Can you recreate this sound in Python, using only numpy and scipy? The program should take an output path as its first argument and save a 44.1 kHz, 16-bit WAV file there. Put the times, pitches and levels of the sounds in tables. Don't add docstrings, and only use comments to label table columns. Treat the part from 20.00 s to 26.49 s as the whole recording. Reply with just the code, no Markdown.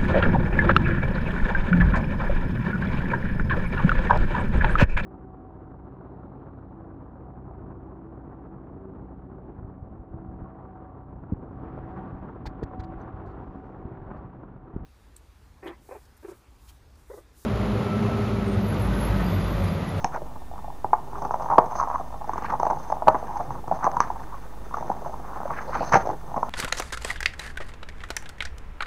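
import sys
import numpy as np
from scipy import signal
from scipy.fft import rfft, irfft, next_fast_len
from scipy.io import wavfile
from scipy.ndimage import map_coordinates

SR = 44100
rng = np.random.default_rng(int(sys.argv[2]) if len(sys.argv) > 2 else 0)


def file_out(sig):
    cols = np.atleast_2d(sig).T
    lim = np.clip(cols, -1, 1)
    pcm = np.round(lim * 32767).astype(np.int16)
    wavfile.write(sys.argv[1], SR, pcm)


def voltage_ratio(level):
    return 10 ** (np.asarray(level, float) / 20)


N = 286393

# (f/Hz, level/dB)
FLAP_TONE = [(40, -27.5), (90, 6), (140, 7.5), (270, 4), (400, 5), (520, 2.5), (800, -49)]


def unit(x):
    return x / np.sqrt(np.mean(x ** 2) + 1e-20)


def along(points, hz):
    f, v = np.transpose(points)
    return np.interp(np.log(hz + 1), np.log(f + 1), v)


def curves(rows):
    s, *cols = np.transpose(rows)
    return [np.interp(np.arange(N) / SR, s, c) for c in cols]


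def wobble(rate):
    knots = rng.standard_normal(int(N * rate / SR) + 4)
    return map_coordinates(knots, [np.arange(N) * rate / SR])


def coloured(x, spectrum):
    m = 8192
    gain = voltage_ratio(along(spectrum, np.fft.rfftfreq(m, 1 / SR)))
    cepstrum = irfft(np.log(gain + 1e-6))
    cepstrum[1:m // 2] *= 2
    cepstrum[m // 2 + 1:] = 0
    shape = irfft(np.exp(rfft(cepstrum)))[:m // 2]
    y = signal.fftconvolve(np.atleast_2d(x), shape[None], axes=1)
    return y[:, :np.shape(x)[-1]].reshape(np.shape(x))


def resonance(f, hz, width_hz):
    return 1j * f * width_hz / (hz ** 2 - f * f + 1j * f * width_hz)


def grains(per_s, spread_db, clump_db, clump_rate, bed):
    draw = rng.random((2, N))
    hit = draw[0] < per_s / SR
    size = voltage_ratio(-spread_db * np.log(draw[1] + 1e-9)) * rng.standard_normal(N)
    rough = unit(hit * size) + bed * rng.standard_normal(N)
    return rough * voltage_ratio(clump_db * wobble(clump_rate))


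def all_creases():
    # (t/s, peak level/dB, ring f/Hz, crisp part level/dB, flap part level/dB)
    cracks = [(.0445, -9, 830, -7, -24), (0.845, -11.5, 850, -47, -13.5), (.932, -2, 892, -46, -56),
              (1.309, -11, 945, -32, -24), (1.339, -18, 880, -52, -21), (1.535, -9, 850, -38, -31),
              (1.5813, -3.5, 802, -53, -23), (1.5832, 4.2, 820, -50, -30), (2.294, -13.5, 840, -28, -16),
              (2.631, -8, 860, -27, -41), (2.667, -9, 856, -31, -21), (2.71, -11.5, 850, -38, -26),
              (2.9215, -14, 794, -25.5, -27), (3.0729, -6, 810, -52, -14.5), (3.0816, 2.6, 840, -32.5, -20),
              (3.0849, 1.3, 905, -44, -22), (3.843, -10.5, 990, -18, -12), (3.867, -6.5, 850, -58, -37),
              (3.9687, -9, 950, -23, -20.5), (4.004, -3.8, 1090, -15.5, -39),
              (4.7405, -19, 1210, -24.5, -34), (5.9548, -3, 800, -33, -12), (6.072, -13, 673, -23, -30),
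              (6.43, -9, 950, -43, -22), (1.5872, -6, 880, -52, -36), (1.5893, -3, 900, -50, -20),
              (3.0763, -10, 790, -43, -19), (3.0908, -12, 840, -40, -27), (3.967, -18, 910, -30, -16),
              (4.012, -16, 990, -19, -28), (5.9515, -13.5, 1080, -13, -8.5), (5.972, -17.5, 810, -28, -11),
              (5.822, -28, 980, -18, -20), (5.849, -25, 900, -14, -24), (6.062, -23, 910, -15, -20),
              (6.212, -38, 1300, -20, -25), (0.0505, -18.5, 810, -22, -10), (.937, -9.5, 910, -40, -33),
              (5.9348, -8, 1180, -17, -13), (5.9431, -11, 980, -10, -29)]
    # (t/s, peak level/dB, ring f/Hz, crisp part level/dB)
    tears = [(.143, -24, 760, -26), (1.219, -20.5, 880, -21), (1.5, -16, 940, -31),
             (1.797, -21.5, 1020, -16.5), (1.842, -22, 980, -39), (1.942, -17.5, 960, -41),
             (1.998, -22, 720, -39), (2.212, -25, 820, -34), (2.499, -19, 1100, -25),
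             (2.525, -17, 920, -27), (2.7, -13.5, 840, -22.5), (3.145, -13.5, 855, -51),
             (3.399, -18, 770, -32), (4.896, -22, 700, -35), (5.06, -20.5, 760, -39),
             (5.502, -23, 980, -32), (5.751, -18.5, 785, -31), (5.807, -17.5, 680, -32),
             (5.9209, -14, 900, -10), (5.93, -18, 1300, -18), (5.945, -16, 810, -32),
             (6.362, -17, 910, -29), (6.371, -22, 660, -43)]
    # (t/s, peak level/dB, ring f/Hz)
    pops = [(.177, -25.5, 676), (.514, -29, 815), (.644, -27, 850), (.68, -26, 755), (.702, -26, 910),
            (1.487, -20, 960), (1.514, -10.5, 940), (1.596, -18, 830), (1.806, -22, 1030),
            (1.874, -18.5, 920), (1.901, -16.5, 910), (1.913, -16, 920), (2.142, -25.5, 860),
            (2.537, -12.5, 910), (2.552, -19, 910), (2.771, -22, 840), (2.901, -17, 840), (3.022, -14, 800),
            (3.152, -9.5, 843), (3.506, -18, 945), (3.713, -8.5, 770), (3.723, -11, 870),
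            (4.102, -14.5, 914), (3.826, -26, 935), (3.875, -7.5, 790), (4.725, -31, 960),
            (5.455, -19, 610), (6.317, -26, 834), (6.342, -18.5, 900)]
    # (t/s, peak level/dB, ring f/Hz)
    ticks = [(.16, -19.5, 920), (1.25, -16, 950), (1.659, -24, 950), (1.754, -18.5, 870), (2.243, -25, 900),
             (2.276, -27, 785), (2.334, -19, 1040), (2.379, -18, 990), (2.422, -21.5, 940),
             (2.445, -19.5, 980), (2.52, -22, 1020), (2.598, -14, 920), (2.651, -17.5, 860),
             (4.77, -18.5, 990), (4.809, -22, 790), (5.925, -20, 1290), (6.054, -20.5, 680)]
    # (t/s, peak level/dB, ring f/Hz)
    flips = [(.219, -24, 644), (.537, -29, 830), (.58, -30, 1070), (.59, -29, 835), (.726, -34, 770),
             (2.358, -20.5, 890), (2.724, -19.5, 790), (3.09, -19, 836), (3.227, -22, 664),
             (3.309, -26, 870), (3.68, -21, 850), (3.944, -23, 870), (5.049, -27, 920), (5.403, -23, 810),
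             (5.94, -8, 640), (5.971, -13, 607), (6.091, -14.5, 800)]
    # (t/s, peak level/dB, ring f/Hz)
    further_pops = [(1.522, -13, 880), (1.556, -15, 880), (2.73, -16.5, 855), (3.066, -31, 850), (3.164, -22, 900),
                    (4.826, -21, 900), (4.845, -28, 800), (4.915, -18, 960), (4.965, -27, 770), (5.02, -28, 616),
                    (5.14, -27.5, 950), (5.293, -28, 1070), (1.626, -29, 900), (3.408, -18, 855), (3.52, -29, 880),
                    (3.553, -25, 980), (5.824, -21, 800), (6.1, -16, 860)]
    # (t/s, peak level/dB, ring f/Hz)
    links = [(1.7995, -11, 1080), (1.8135, -12, 1020), (1.8275, -13, 980), (1.836, -14, 980),
             (1.789, -20, 1000), (1.885, -20, 950), (1.958, -17, 1050), (1.73, -24, 900), (1.712, -24, 950),
             (2.011, -26, 800), (1.5445, -15, 900), (1.527, -16, 950), (1.502, -16, 900), (1.574, -21, 900),
             (1.601, -16, 830), (1.46, -22, 900), (2.9245, -9, 840), (2.968, -22, 850), (3.099, -13, 850),
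             (3.1465, -11, 850), (3.86, -16, 900), (3.871, -10, 850), (2.632, -11, 860), (2.654, -15, 880),
             (2.67, -15, 840), (2.612, -23, 900), (4.9005, -12, 800), (4.7435, -15, 1030),
             (5.5065, -15, 1030), (5.589, -24, 1500), (5.608, -24, 900), (5.478, -26, 1100),
             (5.694, -23, 670), (1.293, -25, 800), (.907, -30, 800), (3.282, -25, 990), (3.641, -28, 850),
             (3.79, -24, 1000), (4.343, -27, 1040), (4.711, -28, 960), (5.095, -25, 770), (5.248, -29, 830),
             (5.332, -27, 1000), (6.132, -25, 830), (2.105, -32, 900), (.419, -34, 830), (.558, -31, 860),
             (4.241, -32, 890), (1.3425, -9, 830), (6.378, -15, 900), (6.486, -22, 900), (4.784, -23, 1000),
             (1.132, -27, 900), (5.963, -13, 750)]
    # (crisp part level/dB, flap part level/dB, die-away t60/s)
    link = (-38, -26, .012)
    pop, tick, flip = (-44, -29, 0.024), (-23, -15.5, 0.03), (-31, -10, 0.011)
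    crack_t60_s, tear_t60_s, tear_flap_db = 0.016, 0.049, -16.5

    creases = [(*row, crack_t60_s) for row in cracks]
    creases += [(*row, tear_flap_db, tear_t60_s) for row in tears]
    for rows, kind in ((pops, pop), (ticks, tick), (flips, flip), (further_pops, pop), (links, link)):
        creases += [(*row, *kind) for row in rows]
    return creases


def snaps():
    # (f/Hz, level/dB)
    crisp_tone = [(900, 0.5), (1800, 1.5), (2500, -13), (3300, -25), (5000, -15), (6200, -2), (7400, -29.5),
                  (16000, -55)]
    s, peak_db, ring_hz, crisp_db, flap_db, t60 = (c[:, None] for c in np.transpose(all_creases()))
    size = 4096
    t, f = np.arange(size) / SR, np.fft.rfftfreq(2 * size, 1 / SR)
    noise = rng.standard_normal((len(s), 3 * size)).reshape(len(s), 3, size)

    onset = 1 - np.exp(-t / (0.00024 + 1.8 * t60 ** 2))
    fade = voltage_ratio(-60 * t / np.clip(t60, 0.004, 0.2)) * onset
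    jump = np.sign(noise[:, 0, :1]) * 1.15 * np.exp(-(t60 / 0.056) ** 2)
    jump = jump * np.exp(-((t - 0.0004) / 0.00009) ** 2)

    sheet = resonance(f, ring_hz, 0.38 * ring_hz) ** 2 / (1 + 1j * f / 1300) ** 3
    ring = irfft(rfft(noise[:, 0] * fade + jump, 2 * size) * sheet)[:, :size]
    crisp = coloured(noise[:, 1] * fade ** 4.2, crisp_tone)
    flap = coloured(noise[:, 2] * fade ** 0.42, FLAP_TONE)

    def to_peak(v):
        return v / np.abs(v).max(1, keepdims=True)

    burst = to_peak(ring) + voltage_ratio(crisp_db + 6.5) * to_peak(crisp) + voltage_ratio(flap_db - 0.5) * to_peak(flap)
    burst = voltage_ratio(peak_db) * burst
    where = np.round((s - 0.0007) * SR).astype(int) + np.arange(size)
    return np.bincount(where.ravel(), burst.ravel(), N + size)[:N]


def strokes():
    # (firmest t/s, length/s, hiss on the gloss level/dB, scrape on the edge level/dB)
    touches = [(.01, 0.029, -49, -60), (0.142, .04, -53, -60), (1.222, 0.19, -56, -63),
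               (1.313, 0.015, -43, -63), (1.428, 0.034, -52, -53), (1.75, 0.1, -49.5, -45.5),
               (1.78, 0.051, -38, -56), (1.963, 0.15, -56, -58), (2.375, 0.13, -56, -40.5),
               (2.503, 0.04, -60, -39), (2.66, .19, -56.5, -52), (2.79, 0.029, -47, -56),
               (2.887, 0.084, -52, -54), (3.124, 0.068, -53, -44), (3.279, 0.2, -57.5, -50),
               (3.347, 0.082, -54, -66), (3.524, 0.043, -51.5, -47.5), (3.738, 0.081, -52.5, -50),
               (3.846, 0.016, -42, -62), (4.025, 0.06, -48, -35), (4.306, 1, -68, -55.5),
               (4.776, 0.15, -51, -47.5), (5.058, 0.11, -52.5, -51), (5.33, 0.35, -64, -54.5),
               (5.56, 0.23, -51.5, -44), (5.75, 0.11, -47, -35.5), (5.866, 0.13, -43.5, -48.5),
               (5.955, 0.05, -36.5, -25.5), (5.97, 0.017, -37, -45), (6.06, 0.1, -56, -47),
               (6.458, 0.63, -58, -60)]
    drop_db, rise = 13, 0.52
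    t, power = np.arange(N) / SR, np.zeros((2, N))
    for s, length, hiss_db, scrape_db in touches:
        away = np.abs(t - s) / np.where(t < s, rise * length, length)
        power += voltage_ratio(-2 * drop_db * away) * voltage_ratio([[2 * hiss_db], [2 * scrape_db]])
    return np.sqrt(power)


def handling():
    # (t/s, crinkle level/dB, air flap level/dB)
    hands = [(0.0, -41.5, -45), (0.4, -47.5, -52), (0.78, -49.5, -52.5), (1.48, -30.5, -41),
             (1.81, -35, -56), (2.04, -43, -52), (2.24, -45.5, -47.5), (2.48, -36.5, -43.5),
             (3.65, -42.5, -43), (3.94, -32.5, -40.5), (4.36, -46.5, -49.5), (4.72, -48.5, -46),
             (4.9, -42, -41), (5.31, -41, -44), (5.97, -33, -36.5), (6.14, -43.5, -43), (6.34, -45, -48.5),
             (6.49, -33.5, -39)]
    # (f/Hz, level/dB)
    crinkle_tone = [(250, -19), (500, -10.5), (620, -5), (860, 2.5), (1150, -5.5), (1500, -21),
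                    (2000, -36.5), (4000, -51.5)]
    # (f/Hz, level/dB)
    scrape_tone = [(700, -29.5), (1200, 23), (1700, 16), (2400, 3.5), (3200, -8), (4400, -10), (5200, -21),
                   (9000, -60)]
    # (f/Hz, level/dB)
    slide_tone = [(3000, -25.5), (4800, -10.5), (5800, -7.5), (6200, 7), (6600, -6), (7300, -42),
                  (11000, -28), (16000, -35)]
    crinkle_db, flap_db = curves(hands)
    hiss_gain, scrape_gain = strokes()
    buckles = grains(per_s=500, spread_db=2.0, clump_db=3.0, clump_rate=50, bed=0.82)
    rubbing = grains(per_s=1800, spread_db=2.5, clump_db=4.0, clump_rate=64, bed=0.81)

    crinkle = voltage_ratio(crinkle_db - 1.1) * unit(coloured(buckles, crinkle_tone))
    scrape_gain = voltage_ratio(1.5) * scrape_gain + voltage_ratio(crinkle_db - 35)
    scrape = scrape_gain * unit(coloured(0.13 * buckles + rubbing, scrape_tone))
    slide_gain = voltage_ratio(-6.0) * hiss_gain + voltage_ratio(crinkle_db - 36.5)
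    slide = slide_gain * unit(coloured(0.16 * buckles + rubbing, slide_tone))
    gusts = rng.standard_normal(N) * voltage_ratio(3 * wobble(15))
    flap = voltage_ratio(flap_db - 1.5) * unit(coloured(0.7 * buckles + gusts, FLAP_TONE))
    return crinkle + scrape + slide + flap


def swishes():
    # (loudest t/s, fall time/s, level/dB, centre f/Hz, width/Hz)
    brushes = [(0.15, 0.027, -35.5, 1210, 830), (1.167, 0.18, -46, 401, 30), (1.806, 0.026, -27, 1014, 334),
               (1.946, 0.055, -33, 1070, 390), (2.45, 0.032, -41, 1670, 1650),
               (3.332, 0.067, -30.5, 858, 328), (3.499, 0.027, -35.5, 122, 60),
               (3.839, 0.047, -27, 960, 580), (5.545, .035, -38, 1150, 800),
               (5.575, 0.035, -36, 1500, 1000), (5.754, 0.035, -29, 1080, 780),
               (5.814, 0.13, -56, 4250, 2200), (5.805, 0.059, -52, 2600, 900),
               (5.938, 0.015, -18, 1390, 1430), (5.963, 0.033, -33.5, 109, 140),
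               (5.792, 0.035, -35.5, 200, 305), (6.123, 0.029, -34.5, 380, 400),
               (1.144, 0.073, -41, 1040, 600), (1.589, 0.0058, -20.5, 360, 202),
               (3.732, 0.022, -33.5, 202, 160), (4.339, 0.021, -37.5, 1030, 400),
               (4.905, 0.0059, -30.5, 203, 253), (5.34, 0.15, -43.5, 1180, 604),
               (5.7, 0.026, -36.5, 570, 300), (6.371, 0.005, -28.5, 252, 250)]
    rise = 0.75
    out, size = np.zeros(N + SR), 2 ** 14
    t, f = (np.arange(size) - size // 2) / SR, np.fft.rfftfreq(size, 1 / SR)
    rubbing = grains(per_s=890, spread_db=-6.0, clump_db=4.0, clump_rate=89, bed=1.0)
    rubbing = np.pad(rubbing, size // 2, mode="wrap")
    deaf = 1 - 0.68 * np.exp(-((f - 3400) / 600) ** 2)
    for s, fall, db, hz, width_hz in brushes:
        at = round(s * SR)
        gap = resonance(f, hz, width_hz) ** 3
        band = irfft(rfft(rubbing[at:at + size]) * gap * deaf)
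        swell = np.exp(-(t / np.where(t < 0, rise * fall, fall)) ** 2)
        out[at:at + size] += voltage_ratio(db) * unit(band * swell) * np.sqrt(np.mean(swell ** 2))
    return out[size // 2:][:N]


def room(x):
    # (f/Hz, die-away t60/s)
    die_away = [(150, 0.42), (900, 0.27), (3000, 0.2), (8000, 0.19)]
    hz, t, z = signal.stft(rng.standard_normal(SR // 2), SR, nperseg=256)
    fading = z * voltage_ratio(-60 * t / along(die_away, hz)[:, None])
    tail = signal.istft(fading, SR, nperseg=256)[1]
    late = np.pad(x, (250, 0))
    return signal.fftconvolve(late, tail / np.linalg.norm(tail))[:N]


def housing(x):
    # (f/Hz, width/Hz, boost/dB)
    modes = [(4380, 220, -4), (5330, 165, -4.5), (8420, 260, 2), (10800, 290, 4.5), (13600, 250, 4.5),
             (15400, 300, 1)]
    m = next_fast_len(N + 4096)
    f = np.fft.rfftfreq(m, 1 / SR)
    boost = 1 + sum(voltage_ratio(db) * resonance(f, hz, width_hz) for hz, width_hz, db in modes)
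    return irfft(rfft(x, m) * boost, m)[:N]


def background():
    # (f/Hz, rms level/dB)
    mains = [(50, -45), (150, -53), (252, -60)]
    # (f/Hz, level/dB)
    quiet_tone = [(15, -3.5), (70, -6), (200, -10), (500, -12.5), (1100, -18.5), (1600, -22), (2200, -26),
                  (4000, -30.5), (6200, -31.5), (7500, -33), (16000, -35.5)]
    t = np.arange(N) / SR
    tones = np.zeros(N)
    for hz, db in mains:
        tones += voltage_ratio(db + 2.3 * wobble(15)) * np.sin(2 * np.pi * hz * t + 0.3 * wobble(5.2))
    # Hz, dB rms, dB of its partner one frame rate (15 Hz) higher
    for hz, db, side_db in ((1803, -70, -1), (3606, -77, -3), (9015, -85, -6)):
        pair = np.sin(2 * np.pi * hz * t) + voltage_ratio(side_db) * np.sin(2 * np.pi * (hz + 15) * t)
        tones += voltage_ratio(db + 1.5 * wobble(3.78)) * pair
    rumble_tone = [(15, 4.5), (40, -0.5), (62, 3), (85, 2.5), (200, -40.0)]  # (Hz, dB)
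    rumble = voltage_ratio(-48.0) * unit(coloured(rng.standard_normal(N), rumble_tone))
    hiss = voltage_ratio(-51) * unit(coloured(rng.standard_normal(N), quiet_tone))
    return np.sqrt(2) * tones + rumble + hiss


def scene():
    creases = snaps()
    paper = creases + voltage_ratio(-13) * room(creases) + handling() + swishes()
    return (housing(paper) + background())[None]


def roll_off(x):
    return signal.sosfilt(signal.butter(12, 16440, fs=SR, output="sos"), x)


def record(dry):
    x = np.clip(dry + 0.0221, -1.02, 1.02)
    band_limit = signal.ellip(10, 0.1, 50, 15700, fs=SR, output="sos")
    return roll_off(signal.sosfiltfilt(band_limit, x))


dry = scene()
out = record(dry)
file_out(out)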